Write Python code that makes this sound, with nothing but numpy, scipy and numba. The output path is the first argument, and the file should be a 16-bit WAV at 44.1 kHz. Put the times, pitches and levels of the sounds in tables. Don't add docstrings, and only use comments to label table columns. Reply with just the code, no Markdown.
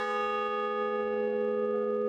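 import sys
import numpy as np
from scipy import signal
from scipy.io import wavfile
from numba import njit

SR = 44100
rng = np.random.default_rng(int(sys.argv[2]) if len(sys.argv) > 2 else 0)


def output_pcm(signal):
    pcm = np.clip(np.atleast_2d(signal).T, -1, 1) * 32767
    wavfile.write(sys.argv[1], SR, np.round(pcm).astype(np.int16))


def boost(x):
    u = np.asarray(x, float) / 20
    return 10 ** u


N = 91772

# mode_hz, left_minus_right_db, left_lead_rad
OFF_CENTRE = [(417, 0.05, 0.03), (498, -2.5, -0.0076), (826, 1.1, .12), (1034, -3.0, -.1),
              (1233, -0.93, 0.14), (1699, -0.5, .08), (2211, -3, .03)]
SWAY_M_S, SWAY_PERIOD_S, SWAY_FASTEST_APPROACH_S = 0.086, 1.6, 0.95


def beating_pairs(modes, twins):
    t = np.arange(N) / SR
    sway_rate = 2 * np.pi / SWAY_PERIOD_S
    heard_time = t + SWAY_M_S / 343 / sway_rate * np.sin(sway_rate * (t - SWAY_FASTEST_APPROACH_S))
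    out = np.zeros((2, N))
    starts = 2 * np.pi * rng.random(len(modes))
    for (hz, db, t60), (split, share, cancel, loss_db), start in zip(modes, twins, starts):
        mode = boost(db - 60 * t / t60) * np.exp(1j * (2 * np.pi * hz * heard_time + start))
        twin = share * boost(-loss_db * t) * np.exp(2j * np.pi * split * (t - cancel))
        wave = mode * (1 - twin)
        near = [row for row in OFF_CENTRE if abs(row[0] / hz - 1) < 0.03]
        _, pan_db, lead = near[0] if near else (0, 0, 0)
        tilt = boost(pan_db / 2) * np.exp(0.5j * lead)
        out += np.real([wave * tilt, wave / tilt])
    return out


# pitch_hz, level_db, t60_s
RIM = [(217.85, -45.9, 40), (416.7, -36.1, 23.9), (498.0, -37.0, 32.93), (825.9, -37.7, 4.63),
       (1233.2, -33.3, 4.7), (1699.0, -37.7, 4.23), (2211.1, -45.4, 3.57), (2756.5, -39.5, 3.38),
       (3326.5, -44.1, 2.8), (3912.4, -53.0, 2.77), (4506.4, -66.1, 3.21), (5105.5, -59.6, 2.55),
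       (5712.3, -66.6, 2.54), (6308.5, -66.0, 2.03)]
# split_hz, share (amplitude ratio), cancel_s, extra_loss_db_per_s
RIM_TWINS = [(0.2, 0.072, 0, 0), (0.71, 0.16, 1.3, 4.5), (0.28, 0.15, 1.515, 0.5), (0.33, 0.15, 1.97, -7),
             (0.67, 0.85, 1.301, -1.5), (0.93, 0.3, 0.323, 7.5), (0.69, 0.15, 0.145, 0),
             (1.25, 0.78, 0.07, 16.5), (0.89, 0.5, 0.088, 1.5), (1.8, 0.89, 0.12, 61.5),
             (1.4, 0.93, 0.257, 11.5), (1, 0.087, 0.3, 29.5), (3.1, 0.22, 0.35, 30), (6.8, 0.16, 0.16, 60)]
# pitch_hz, level_db, t60_s
WAIST = [(1033.1, -46.4, 1.37), (1127.8, -45.9, 3.04), (1182.2, -51.4, 3.21), (1426.6, -51.6, 3.51),
         (1526.7, -46.6, 2.2), (1856.9, -60.8, 2.87), (1916.0, -51.4, 2.61), (2469.3, -56.8, 3.53),
         (2911.5, -62.3, 1.99), (3564.8, -59.8, 1.6), (4199.7, -65.1, 1.59), (5059.9, -70.0, 2.0),
         (5484.4, -68.2, 2.01), (5861.4, -66.1, 1.4)]
# split_hz, share (amplitude ratio), cancel_s, extra_loss_db_per_s
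WAIST_TWINS = [(5.9, 1.2, 0.057, 28), (0.99, 0.95, 0.101, -5.5), (0.22, 1.5, 0.9, 16.5),
               (0.27, 0.44, 0.88, -1.5), (0.99, 0.42, 0.152, 1), (2.4, 1.6, 0.2, 58.5),
               (2.75, 0.36, 0.218, 57), (0.98, 1.2, 0.032, 28), (3.6, 1.4, 0.81, 28), (2, 1.4, 0.077, 64),
               (2.5, 0.49, 0.2, 61), (3, 1.8, 0.07, 28), (2.25, 0.71, 0.267, 59), (5.7, 0.6, 0.175, 59)]
# pitch_hz, level_db, t60_s
LIP = [(6373.9, -69.9, 2.0), (6712.9, -78.5, 2.45), (6917.7, -69.1, 2.03), (7223.4, -75.6, 2.4),
       (7305.0, -77.0, 2.48), (7519.6, -70.5, 2.15), (8086.2, -70.3, 1.55), (8117.7, -74.4, 2.07),
       (8246.8, -75.5, 1.66), (8554.3, -80.3, 2.03), (8716.2, -77.9, 1.92), (8984.7, -82.2, 2.18),
       (9921.9, -77.8, 1.8), (10884.7, -79.1, 2.01)]
LIP_SPLIT_HZ, LIP_SHARE = 6.0, 0.45


def bell():
    draws = rng.random((len(LIP), 2))
    lip_twins = [(LIP_SPLIT_HZ * (0.1 + a), LIP_SHARE, cancel, 0) for a, cancel in draws]
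    rim = beating_pairs(RIM, RIM_TWINS)
    waist = boost(-0.9) * beating_pairs(WAIST, WAIST_TWINS)
    lip = boost(-1.1) * beating_pairs(LIP, lip_twins)
    return rim + waist + lip


SHIMMER_DB, SHIMMER_SPREAD_DB, SHIMMER_FALL_DB = -73, 5.5, 5
SHIMMER_T60_S = 2.4


def shimmer(count=170):
    t = np.arange(N) / SR
    out = np.zeros(N)
    for place, strength, ring, phase in rng.random((count, 4)):
        hz = 900 + 12400 * place ** 1.4
        db = SHIMMER_DB - SHIMMER_FALL_DB * np.log2(hz / 2000) + SHIMMER_SPREAD_DB * (2 * strength - 1)
        t60 = SHIMMER_T60_S * (0.6 + 1.1 * ring) * (hz / 2000) ** -0.3
        out += boost(db - 60 * t / t60) * np.sin(2 * np.pi * (hz * t + phase))
    return out


def slow(rate):
    r = np.exp(-2 * np.pi * rate / SR)
    drift = signal.lfilter([1], [1, -2 * r, r * r], rng.standard_normal(N + SR))[SR:]
    return (drift - drift.mean()) / drift.std()


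def at_hz(hz, points, index):
    p = np.array(points)
    return np.interp(np.log(hz), np.log(p[:, 0]), p[:, index])


# band_hz, density_db (per Hz)
YARD = [(25, -13.5), (60, -6), (150, -9), (500, 3), (1200, -17), (3000, -26), (7000, -47.5), (12000, -57.5)]
YARD_DB, YARD_ALIKE, YARD_PATCHY_DB = -64, 0.85, 1


def yard():
    out = 0
    edges = 20 * 2 ** np.arange(0, 9.6, 0.5)
    white = rng.standard_normal((2, 2, N))
    for k, (low, high) in enumerate(zip(edges, edges[1:])):
        band = signal.butter(2, [low, high], "band", fs=SR, output="sos")
        mid, side = signal.sosfilt(band, white[k % 2])
        gain = boost(at_hz(np.sqrt(low * high), YARD, index=1) + YARD_PATCHY_DB * slow(2))
        stereo = np.sqrt(1 + YARD_ALIKE) * mid + np.sqrt(1 - YARD_ALIKE) * side * [[1], [-1]]
        out = out + gain * stereo
    return boost(YARD_DB) * out / out.std()


# centre_s, length_s, level_db
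PUFFS = [
    (0.288, 0.17, -62),
    (0.389, 0.067, -64),
    (0.493, 0.033, -56.5),
    (1.118, 0.21, -66.5),
]
PUFF_CUT_HZ, PUFF_RIGHT_DB = 120, -6


def wind():
    t = np.arange(N) / SR
    band = signal.butter(4, [25, PUFF_CUT_HZ], "band", fs=SR, output="sos")
    rumble = signal.sosfilt(band, rng.standard_normal((2, N)))
    shape = sum(boost(db) * np.exp(-((t - s) / length * 2) ** 2) for s, length, db in PUFFS)
    return rumble / rumble.std() * shape * boost(np.array([[0], [PUFF_RIGHT_DB]]))


# start_s, length_s, pitch_hz, level_db
SQUEAKS = [
    (.87, .18, 719, -65.5),
    (1.06, .12, 728, -63),
    (1.28, .07, 722, -63),
    (1.729, .16, 717, -62.5),
    (1.9, .07, 716, -72.5),
    (2.01, .1, 722, -70),
]
SQUEAK_EDGE_S, SQUEAK_WOBBLE, SQUEAK_2ND_DB, SQUEAK_3RD_DB = 0.015, 0.0042, -9, -21


def pivot():
    t = np.arange(N) / SR
    out = np.zeros(N)
    wobble = 1 + SQUEAK_WOBBLE * slow(7.8)
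    grip = boost(1.1 * slow(20))
    for s, length, hz, db in SQUEAKS:
        turn = 2 * np.pi * hz * np.cumsum(wobble) / SR
        shape = np.clip(np.minimum(t - s, s + length - t) / SQUEAK_EDGE_S, 0, 1)
        overtones = boost(SQUEAK_2ND_DB) * np.sin(2 * turn) + boost(SQUEAK_3RD_DB) * np.sin(3 * turn)
        out += boost(db) * shape * (np.sin(turn) + overtones)
    return out * grip


def scene():
    return bell() + shimmer() + yard() + wind() + pivot()


@njit
def notched_gain(level, gain, ceiling, step, interval):
    out, wait, owed = np.empty(len(level)), 0, 0
    for i in range(len(level)):
        wait -= 1
        if level[i] * gain > ceiling and owed == 0:
            owed = 3
        if owed > 0 and wait <= 0:
            gain /= step
            owed -= 1
            wait = 150
        if i % interval == 0:
            gain *= step
        out[i] = gain
    return out


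def low_pass(x):
    return signal.sosfilt(signal.butter(12, 13480, fs=SR, output="sos"), x)


CEILING_DB, START_DB, STEP_DB, RELEASE_DB_S = -21.5, 0.08, 0.55, 44
STEP_S = 0.000025
OUTPUT_CUT_HZ = 10700


def record(dry):
    interval = int(SR * STEP_DB / RELEASE_DB_S)
    level = np.abs(dry).max(axis=0)
    gain = notched_gain(level, boost(START_DB), boost(CEILING_DB), boost(STEP_DB), interval)
    r = np.exp(-1 / (STEP_S * SR))
    gain = signal.lfilter([1 - r], [1, -r], gain - gain[0]) + gain[0]
    left_s = (N - np.arange(N)) / SR
    fade = np.sin(np.clip(left_s / 0.003, 0, 1) * np.pi / 2) ** 2
    mix = signal.lfilter(*signal.butter(2, OUTPUT_CUT_HZ, fs=SR), dry * gain * fade)
    return low_pass(mix)


dry = scene()
out = record(dry)
output_pcm(out)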